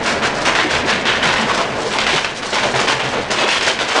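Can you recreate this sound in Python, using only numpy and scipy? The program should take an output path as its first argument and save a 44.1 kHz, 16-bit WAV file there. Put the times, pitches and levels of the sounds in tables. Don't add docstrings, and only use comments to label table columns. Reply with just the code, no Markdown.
import sys
import numpy as np
from scipy import signal
from scipy.fft import rfft, irfft, next_fast_len
from scipy.io import wavfile
from scipy.ndimage import uniform_filter1d, map_coordinates

SR = 44100
rng = np.random.default_rng(int(sys.argv[2]) if len(sys.argv) > 2 else 0)


def bounce(signal):
    frames = np.transpose(np.atleast_2d(signal))
    limited = np.clip(frames, -1, 1)
    pcm = np.round(limited * 32767).astype(np.int16)
    wavfile.write(sys.argv[1], SR, pcm)


N = 4 * SR

# frequency_hz, gain_db
RASP_SPECTRUM = [(200, -30.5), (500, -13), (950, -0.5), (1250, -4.5), (1460, 1.6), (1750, 1), (2100, 0),
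                 (2700, -3.5), (4200, -13), (6100, -22), (10000, -40.5)]
# frequency_hz, gain_db
GRIT_SPECTRUM = [(1000, -48), (3000, 2.5), (4800, 5), (6300, 1.5), (8000, -4), (10000, -13)]


def amp(db):
    return 10 ** (np.asarray(db) / 20)


def unit(x):
    return x / np.sqrt(np.mean(x ** 2) + 1e-20)


def along(points, hz):
    knots_hz, values = np.transpose(points)
    return np.interp(np.log(hz + 1), np.log(knots_hz + 1), values)


def clock():
    return np.arange(N) / SR


def wobble(knots_per_s):
    return map_coordinates(rng.standard_normal(1024), [clock() * knots_per_s], mode="wrap")


def swell(t, length):
    return np.sin(np.pi * np.clip(t / length, 0, 1))


def coloured(x, spectrum):
    size = 2 * next_fast_len(N // 2 + SR // 10)
    gain = amp(along(spectrum, np.fft.rfftfreq(size, 1 / SR)))
    cepstrum = irfft(np.log(gain), size)
    cepstrum[1:size // 2] *= 2
    cepstrum[size // 2 + 1:] = 0
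    return irfft(rfft(x, size) * np.exp(rfft(cepstrum)), size)[:N]


def friction(spectrum, slips_per_s=3000, smooth_share=0.22, patchy_db=1.5):
    slips = (rng.random(N) < slips_per_s / SR) * rng.choice([-1, 1], N)
    strength_db = 2.4 * np.minimum(rng.exponential(size=N), 4)
    grains = np.sqrt(1 - smooth_share) * unit(slips * strength_db)
    smooth = np.sqrt(smooth_share) * rng.standard_normal(N)
    bands = signal.stft(grains + smooth, nperseg=1024)[2]
    patches = uniform_filter1d(rng.standard_normal(bands.shape), size=6, axis=0)
    patches = uniform_filter1d(patches, size=5, axis=1)
    rub = signal.istft(bands * amp(patchy_db * unit(patches)), nperseg=1024)[1][:N]
    return unit(coloured(rub, spectrum))


def shaft():
    # time_s, level_db
    load = [(0, -19.5), (1.45, -21), (1.75, -20.5), (2.1, -21.5), (2.3, -27), (2.48, -26.5), (2.66, -20.5),
            (2.999, -24), (3.2, -20.5), (3.28, -24.5), (3.44, -23.5), (3.6, -26.5), (4, -28.5)]
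    # frequency_hz, gain_db
    rumble_spectrum = [(20, -12), (42, -4.5), (57, -25.5), (78, -0.5), (102, -10), (130, 1.5), (162, -6),
                       (228, 2), (290, -2.5), (480, 1.5), (640, 0), (900, -4), (1400, -10.5), (3000, -22),
                       (10000, -50)]
    load_db = np.interp(clock(), *np.transpose(load))
    sway = amp(0.8 * wobble(18))
    rumble = amp(load_db - 2.5) * sway * unit(coloured(rng.standard_normal(N), rumble_spectrum))
    rush = amp(-28.5 + 0.66 * (load_db - load_db.mean())) * friction(RASP_SPECTRUM)
    hiss = amp(-39.5 + 5.5 * wobble(45)) * friction(GRIT_SPECTRUM)
    return rumble + rush + hiss


def frame_drones(judder_db=2):
    # start_s, length_s, pitch_hz, level_db
    notes = [(0.687, 0.14, 77, -32.5), (2.635, 0.088, 126.5, -30.5), (2.72, 0.095, 131, -26.5),
             (2.925, 0.07, 129.7, -30.5), (3.02, 0.088, 130, -28), (3.16, .08, 121, -36)]
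    t, out = clock(), np.zeros(N)
    for start_s, length_s, pitch_hz, level_db in notes:
        phase = 2 * np.pi * pitch_hz * (t - start_s) + 0.34 * wobble(30)
        out += amp(level_db) * np.sqrt(2) * swell(t - start_s, length_s) * np.sin(phase)
    return out * amp(judder_db * wobble(20))


def beam_thuds(broadness_s=0.017):
    # start_s, length_s, pitch_hz, level_db
    thuds = [(.625, 0.069, 333, -20), (.805, 0.048, 255, -24.5), (.835, 0.052, 344, -21.5),
             (.915, 0.054, 188, -24.5), (1.245, 0.068, 159, -26.5), (1.39, 0.081, 230, -24),
             (1.484, 0.045, 1070, -16), (1.597, 0.025, 744, -17.5), (1.82, 0.09, 470, -25),
             (1.925, 0.061, 950, -21.5), (2.115, 0.07, 161, -30), (2.12, 0.035, 372, -22.5),
             (2.625, 0.072, 585, -19.5), (2.74, 0.032, 704, -18.5), (3.14, 0.093, 476, -24),
             (3.415, .07, 398, -22), (3.472, 0.085, 2640, -19.5), (3.95, 0.11, 605, -23.5)]
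    t, out = np.arange(SR // 2) / SR, np.zeros(N + SR)
    hz = np.fft.rfftfreq(len(t), 1 / SR)
    for start_s, length_s, pitch_hz, level_db in thuds:
        width_hz = pitch_hz * broadness_s / length_s
        resonance = 1j * hz * width_hz / (pitch_hz ** 2 - hz ** 2 + 1j * hz * width_hz)
        flat_noise = np.exp(2j * np.pi * rng.random(len(hz)))
        envelope = swell(t, length_s)
        shudder = envelope * irfft(flat_noise * resonance ** 2, len(t))
        shudder *= np.linalg.norm(envelope) / np.linalg.norm(shudder)
        out[round(start_s * SR):][:len(t)] += amp(level_db) * shudder
    return out[:N]


def loft(gears, steps=24):
    # frequency_hz, decay_s
    decay_times = [(150, 0.29), (1500, 0.83), (9000, 0.27)]
    out = np.zeros(N)
    for step in range(steps + 1):
        hz, t, bands = signal.stft(rng.standard_normal(SR // 2), SR, nperseg=256)
        decay = amp(-60 * t / along(decay_times, hz)[:, None])
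        tail = signal.istft(bands * decay, SR, nperseg=256)[1]
        stretch = gears * swell(np.arange(N) * steps / N - step + 1, 2.23)
        start, end = max(0, (step - 1) * N // steps), (step + 1) * N // steps + 1
        answer = signal.fftconvolve(stretch[start:end], tail / np.linalg.norm(tail))[:N - start]
        out[start:start + len(answer)] += answer
    return np.pad(out, (SR // 200, 0))[:N]


def cog_ticks(t60_s=0.033):
    # start_s, level_db
    catches = [(.453, -7.5), (.552, -5.5), (0.884, -9), (1.054, -8.5), (1.288, -5), (1.986, -2),
               (2.066, -5), (2.246, -4), (2.43, -13), (2.775, -11.5), (2.886, -5), (3.305, -11), (3.61, -5),
               (3.789, -9)]
    # frequency_hz, gain_db
    crack_spectrum = [(150, -9), (600, 1), (2600, 2.5), (5500, -7), (10000, -25)]
    t, out = np.arange(SR // 20) / SR, np.zeros(N + SR)
    for start_s, level_db in catches:
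        crack = amp(-60 * t / t60_s) * rng.standard_normal(len(t))
        crack[0] = 2.1
        out[round(start_s * SR):][:len(t)] += amp(level_db) * crack
    return coloured(out[:N], crack_spectrum)


def cog_scrapes(release_s=0.042, grit_rise_s=0.011):
    # start_s, attack_s, length_s, level_db, body_db, grit_db (both added to level_db)
    scrapes = [(0.046, 0.013, 0.069, -16.5, 1, -1.5), (0.217, 0.0073, 0.047, -16.5, 1, -3.5),
               (0.33, 0.039, 0.1, -28.5, 7, 6), (0.45, 0.0033, 0.036, -12.5, -3, -4.5),
               (0.546, 0.01, 0.06, -13, -8, -7), (0.682, 0.036, 0.081, -14.5, -10, -5),
               (0.859, 0.039, 0.073, -13, -9.5, -6), (1.052, 0.016, 0.044, -12, -6, -10),
               (1.092, 0.012, 0.081, -18, -17, -10.5), (1.212, 0.019, 0.12, -14.5, -2.5, -7),
               (1.354, 0.0047, 0.071, -17, -3, -8), (1.465, 0.0029, 0.11, -20.5, -0.5, -2),
               (1.56, 0.017, 0.061, -20, 2, -7.5), (1.663, 0.26, 0.21, -30.5, 9.5, 8.5),
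               (1.899, 0.025, 0.046, -19.5, -10.5, 1), (1.989, 0.0015, 0.035, -16.5, -9.5, -4),
               (2.059, 0.013, 0.12, -15.5, -7, -4), (2.248, 0.0015, 0.013, -20, -16, -2),
               (2.417, 0.012, 0.036, -25.5, 4.5, 1.5), (2.516, 0.024, 0.07, -16.5, -1, -3),
               (2.622, 0.015, 0.015, -16.0, 2.5, -0.5), (2.738, 0.0034, 0.055, -17.0, 0.5, -3),
               (2.788, 0.0087, 0.031, -17, 0.5, 0.5), (2.87, 0.0058, 0.053, -16, 0, -1.5),
               (2.986, 0.0092, 0.071, -21.0, -1, -6), (3.12, 0.015, 0.062, -24, 4, -4.5),
               (3.301, 0.004, 0.028, -18.5, 4, 0), (3.355, 0.033, 0.085, -15.5, -1.5, -5),
               (3.462, 0.018, 0.11, -16, -4, -2), (3.616, 0.0064, 0.054, -19, -2, 0),
               (3.649, 0.029, 0.046, -14.5, -0.5, -3.5), (3.788, 0.013, 0.034, -16, -1, -4),
               (3.879, 0.0063, 0.046, -20, 1, -1.5), (3.94, 0.022, 0.048, -16.5, 5.5, -4)]
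    # frequency_hz, gain_db
    body_spectrum = [(100, -41.5), (250, -8.5), (470, -3), (680, -1.5), (1400, -6), (3000, -51)]
    # frequency_hz, gain_db
    edge_spectrum = [(900, -25), (2100, -2), (3200, 1.5), (4500, -7.5), (8000, -41.5)]
    # time_s, level_db
    edge_levels = [(0, -14), (.7, -6), (1.4, -6), (2.1, -2), (2.8, -4.5), (3.55, -2.5), (4, 0.5)]
    t, power = clock(), np.zeros((3, N))
    for start_s, attack_s, length_s, level_db, body_db, grit_db in scrapes:
        age_s = t - start_s
        release = np.exp(-np.clip(age_s - length_s, 0, 1) / release_s)
        pressure = np.clip(age_s / attack_s, 0, 1) * release
        layers = amp([[level_db - 2.5], [level_db + body_db - 5], [level_db + grit_db - 7.5]]) * pressure
        layers[2] *= np.clip(age_s / grit_rise_s, 0, 1)
        power += layers ** 2
    rasp_gain, body_gain, grit_gain = np.sqrt(power)
    edge_gain = amp(np.interp(t, *np.transpose(edge_levels)))
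    rasp = (friction(RASP_SPECTRUM) + edge_gain * friction(edge_spectrum)) / np.hypot(1, edge_gain)
    judder = amp(0.9 * wobble(90))
    body = friction(body_spectrum)
    grit = friction(GRIT_SPECTRUM) * amp(1.94 * wobble(60))
    return judder * (rasp_gain * rasp + body_gain * body + grit_gain * grit)


def scene(loft_db=-10.5):
    gears = cog_scrapes() + cog_ticks()
    return (gears + amp(loft_db) * loft(gears) + beam_thuds() + frame_drones() + shaft())[None]


def record(dry, top_hz=10200):
    rounded = dry / (1 + np.abs(dry) ** 6) ** (1 / 6)
    size = next_fast_len(N + SR // 2)
    passband = np.fft.rfftfreq(size, 1 / SR) < top_hz
    return irfft(rfft(rounded, size) * passband, size)[..., :N]


dry = scene()
out = record(dry)
bounce(out)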